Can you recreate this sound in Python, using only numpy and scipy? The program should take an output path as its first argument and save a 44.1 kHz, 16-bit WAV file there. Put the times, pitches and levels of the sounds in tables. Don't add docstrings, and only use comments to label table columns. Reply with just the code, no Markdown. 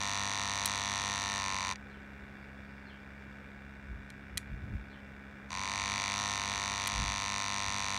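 import sys
import numpy as np
from scipy import signal
from scipy.fft import rfft, irfft, next_fast_len
from scipy.io import wavfile
from scipy.ndimage import uniform_filter1d

SR = 44100
rng = np.random.default_rng(int(sys.argv[2]) if len(sys.argv) > 2 else 0)


def to_wav(s):
    ch = np.atleast_2d(s).T
    pcm = np.round(np.clip(ch, -1, 1) * 32767)
    wavfile.write(sys.argv[1], SR, pcm.astype(np.int16))


N = 351918
TIME = np.arange(N) / SR
SIZE = next_fast_len(N + SR // 4, True)
FREQ = np.maximum(np.arange(SIZE // 2 + 1) * SR / SIZE, 1)

# pitch_hz, width_hz
CLACK_MODES = [(2350, 410), (4650, 220), (6900, 100)]
CHAMBER_HZ, CHAMBER_WIDTH_HZ = 1018, 120
STRAIN_HZ = 0.88


def undb(db):
    return 10 ** (np.asarray(db) / 20)


def shape(x, response):
    return irfft(rfft(x, SIZE) * response, SIZE)[:N]


def noise(points):
    hz, db = np.transpose(points)
    coloured = shape(rng.standard_normal(N), undb(np.interp(np.log(FREQ), np.log(hz), db)))
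    return coloured / np.sqrt(np.mean(coloured ** 2))


def walk(rate_hz):
    hold = int(SR / rate_hz)
    steps = np.repeat(rng.standard_normal(N // hold + 1), hold)
    return 1.3 * uniform_filter1d(uniform_filter1d(steps, hold), hold)[:N]


def bell(hz, width_hz):
    return 1 / (1 + ((FREQ - hz) / width_hz) ** 2)


def resonator(modes, travel_ms):
    power = sum((undb(db) * bell(hz, width)) ** 2 for hz, width, db in modes)
    cepstrum = irfft(np.log(power), SIZE)
    cepstrum[0] /= 2
    cepstrum[SIZE // 2:] = 0
    return np.exp(rfft(cepstrum) - 4j * np.pi * travel_ms * np.sqrt(FREQ / 1000))


def impulses(times, sizes):
    out = np.zeros(N)
    at = np.asarray(times)[:, None] * SR
    index = at.astype(int) + np.arange(-5, 7)
    taps = np.sinc(index - at) * np.sinc((index - at) / 6)
    np.add.at(out, np.clip(index, 0, N - 1), taps * np.asarray(sizes)[:, None])
    return out


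def scrape(times, sizes, decay_s):
    index = np.clip(np.asarray(times) * SR, 0, N - 1).astype(int)
    energy = np.bincount(index, np.asarray(sizes) ** 2, N)
    keep = np.exp(-2 / (decay_s * SR))
    return np.sqrt(signal.lfilter([1 - keep], [1, -keep], energy + 1e-18)) * rng.standard_normal(N)


def knocks(times, sizes, jitter_ms, scatter_db, grit_db, grit_hz, grit_s):
    chance = rng.standard_normal((len(times), 2))
    times = times + chance[:, 0] * jitter_ms / 1000
    sizes = sizes * undb(scatter_db * chance[:, 1])
    rough = undb(grit_db) + (FREQ / grit_hz) ** 2
    clean = shape(impulses(times, sizes), 1 / np.hypot(1, rough))
    return clean + shape(scrape(times, sizes, grit_s), rough / np.hypot(1, rough))


def hum(turns, harmonics):
    return sum(np.sqrt(2) * undb(db) * np.cos(2 * np.pi * k * turns) for k, db in harmonics)


def boost(x, band, db):
    return (undb(db) - 1) * shape(x, band)


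def ramp(start_s, length_s):
    return np.clip((TIME - start_s) / length_s, 0, 1)


def swell(start_s, rise_s, hold_s, fall_s):
    return ramp(start_s, rise_s) * (1 - ramp(start_s + rise_s + hold_s, fall_s))


def valve_flap(lead_s=0.001118):
    share = undb(-9) * FREQ ** 2 / (FREQ ** 2 + 3500 ** 2)
    return np.sqrt(1 - share ** 2) + share * np.exp(2j * np.pi * FREQ * lead_s)


def valve_hiss(stroke_turns):
    # freq_hz, level_db
    flow_spectrum = [(300, -7.5), (900, 6), (2500, 6.5), (4200, -3), (5200, -0.5), (6200, -2), (7300, -3),
                     (8200, -8), (9500, -7), (10500, -17), (12600, -22), (15500, -36)]
    from_stroke = (stroke_turns + .5) % 1 - .5
    surge = np.exp(-(from_stroke / 0.1) ** 2)
    return noise(flow_spectrum) * (undb(-50) + undb(-50.5) * surge)


def pump(run, load, pressure_body, return_body):
    # harmonic, level_db
    mount_hum = [(2, -51.5), (3, -67), (4, -59.5), (5, -59), (6, -67.5)]
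    free_hz, stop_db_per_s = 49.84, 1300
    on_s, off_s, run_db, stroke_phase, clack_db, chamber_db, casing_db = run
    lost_hz, extra_db, extra_clack_db = load
    strain = np.tanh(np.maximum(lost_hz, 0) / STRAIN_HZ)
    level_db = run_db + extra_db - 2 * strain - stop_db_per_s * np.maximum(TIME - off_s, 0)
    running = (TIME >= on_s) & (level_db > -60)
    turns = np.cumsum((free_hz - lost_hz) * running) / SR
    stroke_turns = turns - stroke_phase - 0.0037 * walk(5)
    strokes = []
    for phase in (stroke_turns, turns):
        times = np.interp(np.arange(np.ceil(phase[running][-1])), phase[running], TIME[running])
        sizes = undb(np.interp(times, TIME, level_db))
        strokes.append(knocks(times, sizes, jitter_ms=.011, scatter_db=.3,
                              grit_db=-27, grit_hz=14500, grit_s=.002))
    pressure = shape(strokes[0], pressure_body * valve_flap())
    clack = boost(pressure, sum(bell(*mode) for mode in CLACK_MODES), clack_db + extra_clack_db)
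    knocking = pressure + clack + shape(strokes[1], return_body)
    chamber = boost(knocking, bell(CHAMBER_HZ, CHAMBER_WIDTH_HZ), chamber_db + 5.5 * strain)
    casing = boost(knocking, bell(1780, 45.8), casing_db - 0.7 * np.maximum(extra_clack_db, 0))
    glare = boost(knocking, bell(5760, 250), 1.5 * np.maximum(-lost_hz, 0))
    effort = uniform_filter1d(running * undb(level_db), size=400)
    drone = effort * (valve_hiss(stroke_turns) + hum(turns, mount_hum))
    return knocking + chamber + casing + glare + drone


def motor(turn_hz=67.97):
    # harmonic, level_db
    shaft_hum = [(1, -57), (2, -61.5), (3, -54.5), (4, -64), (6, -74)]
    # pitch_hz, width_hz, level_db
    shell_modes = [(1373, 75, -18), (1552, 79, -10), (1740, 70, -16), (1854, 110, -22), (1960, 50, -21),
                   (2302, 87, -16), (2338, 170, -23.5), (2740, 49, -23.5), (2920, 50, -32), (3260, 36, -34),
                   (3465, 120, -29.5), (3680, 220, -34), (5140, 1000, -42), (7580, 1200, -49.5)]
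    turns = np.cumsum(turn_hz * (1 + 0.001183 * walk(9))) / SR
    whole_turns = np.arange(int(turns[-1]))
    rattle = 0
    for phase, db in [(0, 0.72), (.37, -2)]:
        times = np.interp(whole_turns + phase, turns, TIME)
        rattle += knocks(times, np.full(len(times), undb(db)), jitter_ms=.02, scatter_db=.8,
                         grit_db=-15, grit_hz=3600, grit_s=.004)
    shell = shape(rattle, resonator(shell_modes, travel_ms=1.821))
    return hum(turns, shaft_hum) * undb(0.28 * walk(5)) + shell


def garden_air():
    # freq_hz, level_db
    air_spectrum = [(22, -50), (35, -6), (55, 6), (90, 3.5), (170, -2), (330, -3), (700, -5.5),
                    (1100, -8.5), (2200, -7.5), (3000, -24.5), (6000, -33.5), (9500, -38), (10500, -44.5),
                    (11500, -39.5), (15500, -43)]
    return noise(air_spectrum) * undb(-54.5 + walk(2.49))


def wind():
    # crest_s, rise_s, fall_s, relative_db
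    gusts = [(3.93, .04, 0.053, -38), (4.36, .025, 0.026, -40), (4.53, 0.023, 0.034, -35),
             (4.64, 0.022, 0.041, -39.5), (4.748, 0.024, 0.035, -31), (6.999, 0.036, 0.083, -31),
             (7.69, .03, 0.081, -46)]
    # freq_hz, level_db
    rumble_spectrum = [(22, -44), (38, -10), (55, 2.5), (80, -4.5), (130, -11.5), (220, -21.5),
                       (400, -33.5), (900, -73.5)]
    puffs = sum(undb(db) * np.exp(-np.maximum((crest_s - TIME) / rise_s, (TIME - crest_s) / fall_s))
                for crest_s, rise_s, fall_s, db in gusts)
    breeze = undb(-62.5 + 2.5 * walk(4))
    eddies = noise(rumble_spectrum)
    eddies /= np.sqrt(uniform_filter1d(eddies ** 2, size=2600))
    return undb(-1.5) * np.hypot(puffs, breeze) * eddies


def knob():
    # start_s, level_db, tilt_db_per_octave
    snaps = [(0.6565, 10, 2), (0.659, 15, 8), (4.1025, -8.5, -1), (4.3737, 8, -0.5), (4.3752, -1, -3),
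             (4.3773, 10.5, 5), (6.8717, 5.5, -4.5), (6.875, 5.5, 12)]
    # pitch_hz, width_hz, level_db
    box_modes = [(1835, 240, -7), (2450, 92, -4), (3360, 510, -11), (3920, 120, -10), (4360, 610, -11.5),
                 (5840, 220, -10.5), (6830, 160, -7.5), (7780, 250, -11), (8570, 220, -14.5),
                 (9020, 350, -15.5), (9940, 280, -14.5), (11100, 440, -18.5), (13120, 400, -23),
                 (14950, 574, -34)]
    octaves = np.log2(np.clip(FREQ, 1500, 11000) / 6000)
    spectrum = 0
    for start_s, db, tilt_db in snaps:
        click = impulses([start_s, start_s + 0.00095], undb([-2, -5]))
        grit = undb(-11) * scrape([start_s], [1], decay_s=.002)
        tail = undb(-21.5) * scrape([start_s], [1], decay_s=.022)
        spectrum += rfft(click + grit + tail, SIZE) * undb(db + tilt_db * octaves)
    return irfft(spectrum * resonator(box_modes, travel_ms=1.1), SIZE)[:N]


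def throttle_load(start_s=1.379, step_hz=1.23, sink_hz_per_s=3.73):
    lost_hz = ramp(start_s, .04) * (step_hz + sink_hz_per_s * (TIME - start_s))
    extra_clack_db = 5.5 * np.tanh(lost_hz / STRAIN_HZ)
    return lost_hz, 0, extra_clack_db


def last_knock(body, start_s=1.757):
    slack = 1 - bell(CHAMBER_HZ, 2 * CHAMBER_WIDTH_HZ)
    clack = 1 + sum(bell(*mode) for mode in CLACK_MODES)
    return shape(impulses([start_s], undb([-14])), body * slack * clack)


def bird(fall_hz_per_s=14000):
    # start_s, relative_db
    calls = [(1.88, -71), (2.84, -65), (4.878, -68)]
    # delay_s, length_s, start_hz, relative_db
    notes = [(0, 0.051, 4570, -5), (.04, 0.057, 3510, 1.5)]
    song = 0
    for delay_s, length_s, start_hz, note_db in notes:
        waver = 1 + .032 * walk(600)
        for start_s, call_db in calls:
            progress = ramp(start_s + delay_s, length_s)
            pitch_hz = (start_hz - fall_hz_per_s * length_s * progress) * waver
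            envelope = undb(call_db + note_db) * np.sin(np.pi * progress)
            song += envelope * np.sin(2 * np.pi * np.cumsum(pitch_hz) / SR)
    hillside = rfft(scrape([0], [1], decay_s=.039), SIZE)
    return undb(-2) * song + undb(8) * shape(song, hillside)


def chirring():
    # freq_hz, level_db
    chirr_spectrum = [(3500, -45), (4500, -2), (5100, -7.5), (6500, -31), (8000, -50)]
    envelope = swell(start_s=2.2, rise_s=.2, hold_s=.9, fall_s=.2)
    return noise(chirr_spectrum) * envelope * undb(-81 + 2.1 * walk(60))


def restart_load(on_s, primed_s=6.145):
    age_s = np.maximum(TIME - on_s, 0)
    race = swell(primed_s, rise_s=.04, hold_s=.07, fall_s=.15)
    unprimed = 1 - ramp(primed_s, .04)
    spin_up_hz = 12.94 * np.exp(-age_s / .0178)
    water_drag_hz = 5.916 * np.exp(-age_s / .0977)
    pressure_sag_hz = .045 * age_s
    lost_hz = spin_up_hz + water_drag_hz + pressure_sag_hz - 1.09 * race
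    onset_db = -24 * np.exp(-age_s / .0081) - 4 * np.exp(-age_s / .15)
    extra_db = onset_db + 0.14 * unprimed + 1.5 * race
    extra_clack_db = 3 * unprimed - 6 * race
    return lost_hz, extra_db, extra_clack_db


def scene():
    # pitch_hz, width_hz, pressure_db, return_db
    body_modes = [(563, 87, -9, -12), (708, 34, 0, -4.5), (921, 83, -3, 5), (1031, 78, 9, 6),
                  (1037, 65, 5.5, -20.5), (1250, 81, 0, -3.5), (1372, 82, -0.5, -7), (1834, 24, 2, -7),
                  (1804, 37, 7, 6), (2010, 69, 5, -22.5), (2287, 130, 5, -5), (2466, 36, 1.5, -3),
                  (2707, 89, -1.5, -6.5), (2940, 82, -6, -5), (3120, 110, -6, -16), (3388, 19, -2.5, -0.5),
                  (3660, 131, -4, 1), (3986, 92, -0.5, 2.5), (4366, 156, -4.5, -3.5), (4775, 180, -1, -11),
                  (5740, 134, -1.5, -3), (5934, 154, -1, -1), (6240, 450, -4.5, -8.5),
                  (6730, 210, -7, -12.5), (8080, 430, -12.5, -19), (8880, 240, -24, -15.5),
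                  (9400, 230, -15, -29), (10400, 580, -31, -30), (12500, 459, -32.5, -38),
                  (13834, 950, -40.5, -43.5)]
    # on_s, off_s, level_db, pressure_phase_turns, clack_db, chamber_db, casing_db
    runs = [(.0047, 1.724, 0.55, .473, -4.5, -4.5, 0.5), (5.4913, 8.1, -0.32, .468, -0.6, -3.5, -6)]
    pressure_body = resonator([(hz, width, db) for hz, width, db, _ in body_modes], travel_ms=2.005)
    return_body = resonator([(hz, width, db) for hz, width, _, db in body_modes], travel_ms=1.788)
    first_run = pump(runs[0], throttle_load(), pressure_body, return_body)
    second_run = pump(runs[1], restart_load(on_s=runs[1][0]), pressure_body, return_body)
    machines = first_run + last_knock(pressure_body) + second_run + motor() + knob()
    return (machines + bird() + wind() + chirring() + garden_air())[None]


def record(dry):
    top_hz = 15850
    return signal.sosfilt(signal.ellip(10, .1, 80, top_hz, fs=SR, output="sos"), dry)


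dry = scene()
out = record(dry)
to_wav(out)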